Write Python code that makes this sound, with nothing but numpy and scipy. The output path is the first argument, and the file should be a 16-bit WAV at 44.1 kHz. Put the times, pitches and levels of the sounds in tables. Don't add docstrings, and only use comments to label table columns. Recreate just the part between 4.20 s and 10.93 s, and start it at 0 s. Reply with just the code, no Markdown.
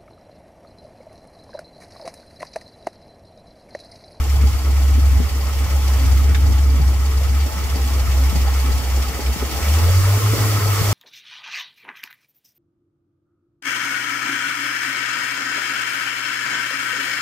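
import sys
import numpy as np
from scipy import signal
from scipy.fft import rfft, irfft, next_fast_len
from scipy.io import wavfile
from scipy.ndimage import uniform_filter1d

SR = 44100
rng = np.random.default_rng(int(sys.argv[2]) if len(sys.argv) > 2 else 0)


def materialize(psi):
    bounded = np.clip(np.atleast_2d(psi).T, -1, 1)
    quanta = np.round(bounded * 32767).astype(np.int16)
    wavfile.write(sys.argv[1], SR, quanta)


def ratio_of_db(decibels):
    return 10 ** (np.asarray(decibels, float) / 20)


N = 296793
T = np.arange(N) / SR
SIZE = next_fast_len(N)
HZ = np.maximum(np.fft.rfftfreq(SIZE, 1 / SR), 1)
PORT_LAG_S = 0.00008

# (time [s], firing rate [Hz])
FIRING_RATE = [(0, 69.4), (.4, 67.85), (.75, 69.3), (1.1, 66.94), (1.45, 69.45), (1.85, 66.26),
               (2.1, 69.76), (2.7, 66.7), (3.15, 69.4), (3.9, 66.1), (4.2, 66.6), (5.0, 65.14), (5.3, 66.2),
               (5.49, 73.5), (5.62, 83.55), (5.75, 92.9), (5.9, 98.9), (6.1, 106.2), (6.27, 104.9),
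               (6.45, 100.6), (6.73, 102.2)]
# (time [s], level [dB])
BOOM_LEVEL = [(0, -16.5), (.22, -12), (.4, -11.5), (.55, -13.5), (.97, -12), (1.08, -18.5), (1.45, -17),
              (1.95, -11.5), (2.7, -14), (2.78, -16), (3.25, -15), (3.31, -25.5), (3.55, -16),
              (4.02, -13.5), (4.2, -16), (4.57, -16), (4.65, -21.5), (4.8, -14.5), (4.87, -18),
              (5.1, -15.5), (5.35, -23.5), (5.5, -12.5), (5.97, -14), (6.2, -15.5), (6.73, -17)]
# (time of the middle [s], depth [dB], width at half depth [s])
BOOM_CHOKES = [(.06, 5, 0.043), (0.32, 8, 0.044), (0.415, 12, 0.069), (1.093, 13, 0.035),
               (1.33, 2.5, 0.045), (1.476, 9, .03), (2.033, 5, 0.017), (2.14, 4, 0.019), (3.075, 5, 0.026),
               (3.3, 5, .03), (3.49, 8, 0.033), (3.58, 7, 0.031), (3.69, 5, 0.057), (3.856, 10.5, 0.034),
               (4.129, 4, .03), (4.616, 5, 0.036), (4.851, 13, 0.033), (4.932, 12, 0.041),
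               (5.006, 17, 0.066), (5.17, 23, 0.051), (5.297, 10, 0.06), (5.407, 22, 0.019),
               (5.46, 7, 0.032), (5.601, 4, 0.026), (6.006, 10, 0.039), (6.166, 10, 0.045),
               (6.28, 4, 0.054), (6.404, 14, 0.026), (6.567, 6, .04), (6.629, 13, 0.012)]
# (multiple of firing rate [-], level [dB], extra at full rev [dB])
OVERTONES = [(.5, -30.5, -6), (2, -34.5, -9), (2.5, -42, 7), (4, -36, 3), (6, -45, 13.5)]
# (frequency [Hz], density [dB per Hz])
SLOP_COLOUR = [(20, -27), (35, -10), (55, 2.5), (90, 6.5), (130, -10.5), (200, -21), (400, -45)]
# (frequency [Hz], width [Hz], base level [dB],
# start in the cycle [0-1], share of the cycle [0-1], extra at full rev [dB])
BLOCK_PARTS = [(1269, 140, -41.5, 0.82, 0.46, 2), (812, 84, -41.5, 0.21, 0.39, -8),
               (1050, 47, -49, 0.37, 0.43, 1.5), (423, 30, -50.5, 0.1, 0.32, 5),
               (2150, 550, -46, 0.75, 0.29, -1), (4663, 160, -43, 0.27, 0.21, -2.5),
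               (5480, 260, -44.5, 0.76, 0.18, -4), (6830, 530, -45.5, 0.34, 0.16, -2)]
# (time [s], spray level [dB], low gurgle level [dB])
JET_FLOW = [(0, -3, -3), (.6, -3, -3), (1.15, -3, -4), (1.85, 0, -0.5), (2.1, -3, 2.5), (2.7, -4, -0.5),
            (3.0, -2.5, -5), (4.0, 0, -3.5), (5.2, 0, 1), (5.33, 2, 3), (5.5, 4.5, 0.5), (5.9, 4.5, 1.5),
            (6.2, 6.5, 9.5), (6.45, 5, 6), (6.73, 8, 5.5)]
# (frequency [Hz], density [dB per Hz])
WASH_COLOUR = [(88, 6), (150, -4), (244, -1.5), (373, -8.5), (436, -3), (481, -6.5), (948, -7.5),
               (1270, -11), (1600, -6), (2230, -8.5), (3990, -13), (5540, -12.5), (9550, -18), (10900, -14),
               (15500, -17)]
# (frequency [Hz], width [Hz], height over the wash [dB])
BAY_RESONANCES = [(239, 22, 4), (323, 75, 6), (441, 34, 3), (561.6, 28, 7.5), (672, 19, 3.5),
                  (785, 19, 6.5), (1062, 37, 5.5), (1128, 35, 10), (1120, 24, 0.5), (1307, 40, 7),
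                  (1670, 200, -5), (2286, 147, 5), (2480, 250, -3.5), (3150, 320, 3), (3930, 610, -3),
                  (4350, 100, 4.5), (4800, 80, -1), (5600, 100, -0.5), (6500, 240, 2.5), (7000, 73, 2.5),
                  (8350, 170, 4), (10100, 870, -3), (11200, 130, -7)]
# (frequency [Hz], correlation [-1 to 1])
PORT_LIKENESS = [(60, .9), (130, 0.77), (290, 0.74), (640, 0.83), (1400, 0.77), (3100, 0.44), (6800, -0.08),
                 (15000, -0.0058)]
# (frequency [Hz], left minus right [dB])
PORT_BALANCE = [(60, -0.5), (110, 26), (200, -2.5), (380, 0.5), (700, 0), (1290, 1.5), (2380, 1.5),
                (4400, -4), (8120, 1.5), (15000, 0.5)]
# (frequency [Hz], change [dB])
REV_COLOUR = [(150, -4), (220, -9), (400, 0.5), (600, -0.5), (800, -3), (1300, 2), (2500, -1.5),
              (5000, 0.5), (12000, 1)]
# (time [s], peak before balance [dB], ring [Hz], decay by 60 dB [s], left minus right [dB])
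HULL_THUDS = [(0.239, -19, 224, 0.072, 5), (.78, -21.5, 248, 0.11, 13), (1.003, -16, 220, 0.089, 18),
              (2.093, -20, 164, 0.099, 11), (2.599, -18, 147.9, 0.17, 9), (2.72, -32, 290.3, .08, 4),
              (3.265, -25, 258, 0.14, 3), (3.37, -25, 185.5, 0.095, -1), (3.56, -19, 247, 0.21, 2),
              (4.128, -17, 190, 0.08, 0), (4.158, -16.5, 175, 0.089, 0), (4.49, -23, 259, .15, 0),
              (4.994, -17, 420, 0.045, -1), (5.163, -23, 200, 0.046, 9), (5.226, -19, 367, .06, 4),
              (6.134, -15, 300, 0.092, 1), (6.61, -23, 160, 0.083, 12), (6.69, -20.5, 310, 0.07, 5)]
# (time [s], peak [dB], decay by 60 dB [s], multiple of the colour's pitch [-])
DECK_TAPS = [(2.1466, -15.5, 0.078, 1.0), (5.062, -22.5, 0.045, 1.43)]
# (frequency [Hz], density [dB per Hz])
DECK_COLOUR = [(600, -31), (1200, -9), (1650, 9), (1900, 0.5), (2300, 5.5), (2900, -7), (3700, 1.5),
               (4300, -10), (5500, -9), (8000, -15), (12000, -28)]


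def curve(table, at=T):
    s, *columns = np.transpose(table)
    return [np.interp(at, s, c) for c in columns]


def by_hz(table):
    hz, value = np.transpose(table)
    return np.interp(np.log(HZ), np.log(np.maximum(hz, 1)), value)


def unit(x):
    return x / np.sqrt(np.mean(x ** 2))


def walk(rate):
    k = int(SR / rate)
    held = np.repeat(rng.standard_normal(N // k + 1), k)
    slewed = uniform_filter1d(uniform_filter1d(held, k), k)[:N]
    return unit(slewed - uniform_filter1d(slewed, 5 * k))


def sound(spectrum):
    return irfft(spectrum, SIZE)[..., :N]


def pair(likeness):
    mid, side = rfft(rng.standard_normal((2, SIZE)))
    c = np.clip(likeness, -.99, .99)
    lead = np.exp(2j * np.pi * HZ * PORT_LAG_S * np.array([[1], [0]]))
    return lead * (np.sqrt(1 + c) * mid + np.sqrt(1 - c) * side * np.array([[1], [-1]]))


def throttle():
    hz = curve(FIRING_RATE)[0]
    return np.clip((hz - 70) / 32, 0, 1)


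def boom_db():
    s, depth_db, length = np.transpose(BOOM_CHOKES)[:, :, None]
    coarse = T[::64]
    notches = depth_db * np.exp(-4 * np.log(2) * ((coarse - s) / length) ** 2)
    return curve(BOOM_LEVEL)[0] - np.interp(T, coarse, notches.sum(axis=0))


def exhaust(firings):
    size = ratio_of_db(boom_db() + 0.4 * walk(25.077))
    jitter = 0.12 * (1 - 0.4 * throttle()) * walk(22)
    phase = 2 * np.pi * firings + jitter
    overtones = 0
    for k, db, rev_db in OVERTONES:
        level = ratio_of_db(db + rev_db * throttle() + 5.4 * walk(15))
        overtones = overtones + level * np.cos(k * phase + 1.45 * walk(14))
    boom = np.sqrt(2) * size * (np.sin(phase) + overtones)
    rumble = unit(sound(pair(0.38) * ratio_of_db(by_hz(SLOP_COLOUR))))
    slop_level = ratio_of_db(-12.5 - 1.37 * throttle()) * uniform_filter1d(size, int(.25 * SR))
    slop = slop_level * ratio_of_db(2.1 * walk(9)) * rumble
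    return np.array([np.roll(boom, -int(PORT_LAG_S * SR)), boom]) + slop


def clatter(firings):
    out = 0
    for hz, width, db, moment, share, rev_db in BLOCK_PARTS:
        since = (firings / 8 - moment) % 1
        pulse = np.sin(np.pi * np.clip(since / share, 0, 1)) ** 2
        knock = pulse + 0.53 + 0.5 * throttle()
        tone = unit(sound(pair(0.5) / (1 + (2 * (HZ - hz) / width) ** 2)))
        level = ratio_of_db(db + rev_db * throttle() + 0.53 * curve(JET_FLOW)[0] + 1.4 * walk(8))
        out = out + level * knock * tone
    return out


def valve_ticks(firings):
    decay = np.exp(-((firings / 4 + 0.32) % 1) / 0.21)
    return (1 - 1.1 * throttle()) * uniform_filter1d(decay, int(0.0036 * SR)) * ratio_of_db(1.9 * walk(12))


def whine():
    hz = 860 + 521 * throttle()
    db = -47 - 15 * throttle() + 1.15 * curve(JET_FLOW)[0]
    phase = 2 * np.pi * np.cumsum(hz + 5.0 * walk(5)) / SR + 0.74 * walk(25)
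    return ratio_of_db(db + 4.3 * walk(8)) * np.array([np.sin(phase + 2.0), 1.67 * np.sin(phase)])


def wash(firings):
    bay_db = sum(db / (1 + (2 * (HZ - hz) / width) ** 2) for hz, width, db in BAY_RESONANCES)
    side_db = by_hz(PORT_BALANCE) / 2 * np.array([[1], [-1]])
    spectrum = pair(by_hz(PORT_LIKENESS)) * ratio_of_db(by_hz(WASH_COLOUR) + bay_db + side_db)
    delays = 0.001006 + .012 * rng.random((2, 6, 1))
    echoes = np.exp(-2j * np.pi * HZ * delays).sum(axis=1)
    spectrum *= 1 + .15 * np.clip(HZ / 2500, 0, 1) * echoes
    spray_db, gurgle_db = curve(JET_FLOW)
    churn_db = 0.87 * spray_db
    rev_hz, rev_db = np.transpose(REV_COLOUR)
    tick, surge, out = valve_ticks(firings), walk(16), 0
    for hz in 140 * 2 ** np.arange(0, 7.5, .5):
        share = np.cos(np.clip(np.log2(HZ / hz), -.5, .5) * np.pi)
        high = np.clip(np.log2(hz / 2200), 0, 1)
        low = np.clip(np.log2(560 / hz), 0, 1)
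        flicker = 3.23 * np.clip(300 / hz, 0, 1) ** 0.5 * walk(22) + 0.37 * high * surge
        throb = 5.0 * tick * np.exp(-np.log2(hz / 5500) ** 2 / 1.7)
        lift = throttle() * np.interp(np.log(hz), np.log(rev_hz), rev_db)
        flow = high * spray_db + low * gurgle_db + (1 - high - low) * churn_db
        out = out + sound(spectrum * share) * ratio_of_db(flicker + throb + lift + flow)
    return unit(out) * ratio_of_db(-28.5)


def burst(colour, t60, likeness, blow, attack_s, size=8192):
    mid, side = rng.standard_normal((2, size))
    t = np.arange(size) / SR
    noise = mid * likeness + side * np.array([[1], [-1]])
    fading = noise * np.exp(-np.log(1000) * t / t60) * np.clip(t / attack_s, 0, 1)
    fading[:, 0] += blow * np.sqrt(t60 * SR)
    late = np.roll(fading, 512, axis=1)
    x = irfft(rfft(late) * np.interp(np.fft.rfftfreq(size, 1 / SR), HZ, colour), size)
    return x / np.abs(x.mean(axis=0)).max()


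def add(out, s, x):
    i = int(s * SR) - 512
    out[:, i:i + x.shape[1]] += x[:, :N - i]


def hull():
    out = np.zeros((2, N))
    for s, db, hz, t60, pan_db in HULL_THUDS:
        lower = 1 / (1 + (2 * (HZ - hz) / (0.41 * hz)) ** 2)
        upper = 0.12 / (1 + (2 * (HZ - 2.0 * hz) / 300) ** 2)
        level = ratio_of_db(db + np.array([[pan_db], [-pan_db]]) / 2)
        add(out, s, level * burst(lower + upper, t60, likeness=1.27, blow=0.29, attack_s=0.0042))
    for s, db, t60, pitch in DECK_TAPS:
        colour = ratio_of_db(by_hz(np.multiply(DECK_COLOUR, [pitch, 1])))
        add(out, s, ratio_of_db(db) * burst(colour, t60, likeness=1.0, blow=.08, attack_s=0.0013))
    return out


def scene():
    firings = np.cumsum(curve(FIRING_RATE)[0]) / SR
    return exhaust(firings) + clatter(firings) + whine() + wash(firings) + hull()


def band_limit(x):
    return signal.sosfilt(signal.butter(12, 15660, fs=SR, output="sos"), x)


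def record(dry):
    low_pass = signal.ellip(10, .2, 60, 15640, fs=SR, output="sos")
    dull = signal.sosfilt(low_pass, dry)
    return band_limit(dull)


dry = scene()
out = record(dry)
materialize(out)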